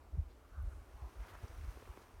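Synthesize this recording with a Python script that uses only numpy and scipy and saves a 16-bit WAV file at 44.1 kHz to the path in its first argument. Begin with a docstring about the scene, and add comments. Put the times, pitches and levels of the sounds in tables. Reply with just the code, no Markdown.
"""Wind on a snowy hillside

Light puffs of wind thud on the microphone of a hand-held camera, over a soft rush of distant air.
Each puff is a short, deep, wavering tone with a rumble of noise. As the camera turns, clothing
rubs (grainy noise) and its creases snap (tiny bursts of noise). Near the end, the hand's grip
slips and makes a short run of faint knocks, each ringing the camera's housing for a moment."""
import sys
import numpy as np
from scipy import signal
from scipy.fft import rfft, irfft, next_fast_len
from scipy.io import wavfile
from scipy.ndimage import uniform_filter1d, map_coordinates

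SR = 44100
rng = np.random.default_rng(int(sys.argv[2]) if len(sys.argv) > 2 else 0)


def put_to_file(sound):
    """Save the sound as 16-bit audio at rate SR, in the file named by the first command-line argument."""
    columns = np.atleast_2d(sound).T  # one column per channel
    safe = np.clip(columns, -1, 1)
    whole_steps = np.round(safe * 32767)
    wavfile.write(sys.argv[1], SR, whole_steps.astype(np.int16))


N = 97020  # 2.2 seconds


def amp(db):
    """Turn decibels into a number to multiply a sound by."""
    return 10 ** (np.asarray(db) / 20)


def unit(x):
    """Scale a sound to an average (rms) strength of 1."""
    return x / np.sqrt(np.mean(x ** 2) + 1e-20)


def along(points, hz):
    """Read between (frequency, value) points, giving each octave about equal room."""
    freqs, values = np.transpose(points)
    return np.interp(np.log(hz + 1), np.log(freqs + 1), values)


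def wobble(rate):
    """A smooth curve through `rate` random values a second."""
    return map_coordinates(rng.standard_normal(4000), [np.arange(N) * rate / SR], mode="mirror")


def swell(time, db, half_length):
    """A bell-shaped rise and fall in loudness, highest at `time`."""
    return amp(db) * np.exp(-.5 * ((np.arange(N) / SR - time) / half_length) ** 2)


def filtered(x, response):
    """Turn each frequency of a sound up or down by response(hz)."""
    size = next_fast_len(N + SR // 2)
    hz = np.fft.rfftfreq(size, 1 / SR)
    return irfft(rfft(x, size) * response(hz), size)[:N]


def band(centre_hz, octaves):
    """Noise of strength 1 around one pitch, `octaves` wide."""
    response = lambda hz: 1 / np.sqrt(1 + (2 * np.log2((hz + 1) / centre_hz) / octaves) ** 6)
    return unit(filtered(rng.standard_normal(N), response))


def rush(spectrum, patchy_db):
    """Noise of strength 1 with the given tone colour and random louder and softer patches."""
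    grid = signal.stft(rng.standard_normal(N), nperseg=512)[2]  # frequency by time
    patches = uniform_filter1d(rng.standard_normal(grid.shape), size=5, axis=0)
    patches = uniform_filter1d(patches, size=10, axis=1)
    noise = signal.istft(grid * amp(patchy_db * unit(patches)), nperseg=512)[1][:N]
    return unit(filtered(noise, lambda hz: amp(along(spectrum, hz))))


def add(track, time, sound):
    """Mix a sound into the track, starting at `time` seconds."""
    part = track[round(time * SR):][:len(sound)]
    part += sound[:len(part)]


def distant_air():
    """A soft, steady rush from the slope and the trees."""
    # tone colour of the air: (frequency [Hz], relative level [dB])
    spectrum = [(120, -24.5), (200, -6.5), (245, -2), (312, -1), (400, -2.5), (490, -5.5), (620, -3.5),
                (1260, -8.5), (1960, -18), (2110, -17), (3120, -23), (3360, -24), (11900, -30),
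                (16900, -31.5)]
    return amp(-66) * rush(spectrum, patchy_db=1.12)


def clothing():
    """Rubbing cloth makes a grainy hiss and a duller rustle, with a few soft scuffs on top."""
    # strength of the rubbing: (time [s], level [dB])
    rubbing = [(0, -96), (.55, -82), (.73, -77), (.88, -77), (1.12, -72.5), (1.28, -70), (1.35, -70),
               (1.7, -68), (2.02, -71), (2.079, -73.5), (2.2, -76)]
    # tone colours of the hiss and the rustle: (frequency [Hz], relative level [dB])
    hiss_spectrum = [(300, -21), (1200, -1), (2200, 2), (3300, -3.5), (4800, -7), (6000, -4.5), (7500, -12),
                     (9400, -6.5), (10400, -15), (11500, -10.5), (16500, -14.5)]
    rustle_spectrum = [(100, 7), (220, -7), (360, 0), (700, -6), (1000, -2.5), (1450, -5), (2000, -11.5),
                       (3500, -28)]
    # scuffs of cloth: (time [s], level [dB], half-length [s], pitch [Hz], width [octaves])
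    scuffs = [(0.31, -76, 0.012, 2860, 1.5), (0.456, -67.5, 0.012, 1300, 0.37),
              (0.582, -66.5, 0.046, 1320, 0.48), (0.724, -65.5, 0.011, 1436, 0.3),
              (0.733, -80, 0.072, 8100, 0.84), (1.037, -63, 0.044, 936, 0.81), (1.238, -64, 0.011, 1200, 2),
              (1.294, -61.5, 0.071, 970, 1.5), (1.298, -74, 0.012, 11500, 0.64),
              (1.297, -65, 0.014, 1920, 2), (1.342, -66.5, 0.018, 1230, 0.41),
              (1.44, -60.5, 0.018, 506, 2.75), (2.023, -71.5, 0.007, 4300, 1.5)]
    rub_db = np.interp(np.arange(N) / SR, *np.transpose(rubbing))
    hiss_db = rub_db + 0.48 * wobble(7.5) + 1.27 * wobble(350)  # slow drift plus fast grain
    hiss = amp(hiss_db) * rush(hiss_spectrum, patchy_db=0.6)
    rustle_db = rub_db + 6.5 + 0.39 * wobble(13.6) + 2 * wobble(180)
    rustle = amp(rustle_db) * rush(rustle_spectrum, patchy_db=2.5)
    scuffing = sum(swell(time, db, half_length) * band(hz, octaves)
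                   for time, db, half_length, hz, octaves in scuffs)
    return hiss + rustle + scuffing


def crease_ticks():
    """Creases snap: very short bursts of noise around one pitch."""
    # small dry ticks: (time [s], peak level [dB], pitch [Hz], width [octaves])
    ticks = [(.6255, -61, 11800, .6), (1.3522, -42.5, 950, 1.9), (1.481, -53, 4600, 1.0),
             (1.856, -51.5, 1750, 1.1)]
    out, t = np.zeros(N), np.arange(N) / SR
    for time, db, hz, octaves in ticks:
        burst = band(hz, octaves) * amp(-60 * t / .016)  # fades 60 dB in 16 ms
        add(out, time, amp(db) * burst / np.abs(burst).max())
    return out


def grip_knocks():
    """The grip slips and knocks the housing. Its low tones ring last; it is too small to carry bass."""
    # knocks of the grip: (time [s], base level [dB], brightness [dB per octave])
    knocks = [(1.7363, -53, -7), (1.7709, -43, -3), (1.8229, -41.5, -3.5), (1.8739, -43.5, -1.5),
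              (1.9728, -39.5, -1.5), (2.0168, -48.5, -1)]
    # the housing's tones: (pitch [Hz], relative level [dB], time to fade 60 dB [s], delay [s])
    tones = [(410, 2.5, .016, .0012), (660, -1.5, .011, .0006), (1050, -1, .01, .0002), (1500, -7, .007, 0),
             (2500, -15, .006, 0)]
    lowest_hz = tones[0][0]
    out, t = np.zeros(N), np.arange(SR // 10) / SR
    for time, knock_db, brightness in knocks:
        for hz, tone_db, fade_time, delay in tones:
            age = np.maximum(t - delay, 0)
            start_db = knock_db + tone_db + brightness * np.log2(hz / lowest_hz) + rng.normal(0, 1)
            pitch = hz * (1 + rng.normal(0, 0.055))
            add(out, time, amp(start_db - 60 * age / fade_time) * np.sin(2 * np.pi * pitch * age))
    bass_cut = signal.butter(2, 326, "highpass", fs=SR, output="sos")
    return signal.sosfilt(bass_cut, out)


def wind_puffs():
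    """Each puff briefly shakes the microphone's opening and stirs the air; a draught flutters between."""
    # puffs of wind: (time [s], level [dB], half-length [s], pitch [Hz])
    puffs = [(0.097, -56, 0.0094, 54.3), (0.145, -38.5, 0.011, 60.5), (0.182, -41, 0.0054, 129.7),
             (0.196, -30, 0.0092, 62.3), (0.222, -39, 0.0092, 55.5), (0.267, -51.5, 0.012, 50),
             (0.39, -59, 0.034, 66.67), (0.53, -50.5, 0.0094, 58.43), (0.605, -43.5, 0.032, 70.04),
             (0.644, -36.5, 0.01, 61.6), (0.676, -36.5, 0.011, 56.4), (0.729, -49.5, 0.032, 66),
             (0.815, -49, 0.0081, 58), (0.959, -46, 0.0087, 52), (1.026, -50.5, 0.0062, 90.8),
             (1.047, -44.5, 0.025, 58), (1.205, -44.5, 0.021, 53), (1.35, -50.5, 0.017, 53.84),
             (1.443, -40, 0.0063, 80.2), (1.503, -46, 0.005, 61.9), (1.541, -48, 0.008, 60.2),
             (1.59, -47, 0.008, 57.4), (1.643, -48.5, 0.037, 69.8), (1.694, -38, 0.01, 57),
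             (1.755, -56, 0.018, 59.5), (1.905, -42.5, 0.0092, 55), (2.046, -55.5, 0.0056, 60.7),
             (2.149, -51, 0.0043, 48.3)]
    # the weak draught: (time [s], level [dB])
    draught = [(0, -58.5), (.33, -60), (.48, -64), (.56, -53), (.88, -59.5), (1.0, -58.5), (1.12, -69),
               (1.28, -58.5), (1.85, -61.5), (2, -65.5), (2.2, -56)]
    # how the opening rumbles in wind: (frequency [Hz], relative level [dB])
    rumble_spectrum = [(15, -36), (28, -14), (42, -3), (62, 0), (78, -4), (100, -11), (135, -22),
                       (200, -33), (400, -80), (800, -160)]
    sag_octaves = .07  # the pitch falls this much per half-length as the puff spends itself
    pitch_wander, swirl_db = 0.0967, -15  # share of the pitch; swirling air relative to the puffs
    thuds, power, t = np.zeros(N), np.zeros(N), np.arange(N) / SR
    for time, db, half_length, hz in puffs:
        force = swell(time, db, half_length)
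        pitch = hz * 2 ** (-sag_octaves * np.clip((t - time) / half_length, -2, 2))
        cycles = rng.random() + np.cumsum(pitch * (1 + pitch_wander * wobble(60))) / SR
        thuds += force * np.sqrt(2) * np.sin(2 * np.pi * cycles)
        power += force ** 2
    draught_db = np.interp(t, *np.transpose(draught))
    rumble_strength = amp(swirl_db) * np.sqrt(power) + amp(draught_db)
    return thuds + rumble_strength * rush(rumble_spectrum, patchy_db=1.5)


def scene():
    """All the sounds meet at one microphone."""
    return (distant_air() + clothing() + crease_ticks() + grip_knocks() + wind_puffs())[None]


def record(dry):
    """The camera cuts the deepest bass and fades out the highest treble."""
    bass_hz, treble_hz, top_hz = 32, 15800, 17100

    def response(hz):
        bass_loss = 1 + (bass_hz / (hz + 1)) ** 8
        treble_loss = 1 + (hz / treble_hz) ** 20
        return (hz < top_hz) / np.sqrt(bass_loss * treble_loss)

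    return filtered(dry[0], response)[None]


dry = scene()
out = record(dry)
put_to_file(out)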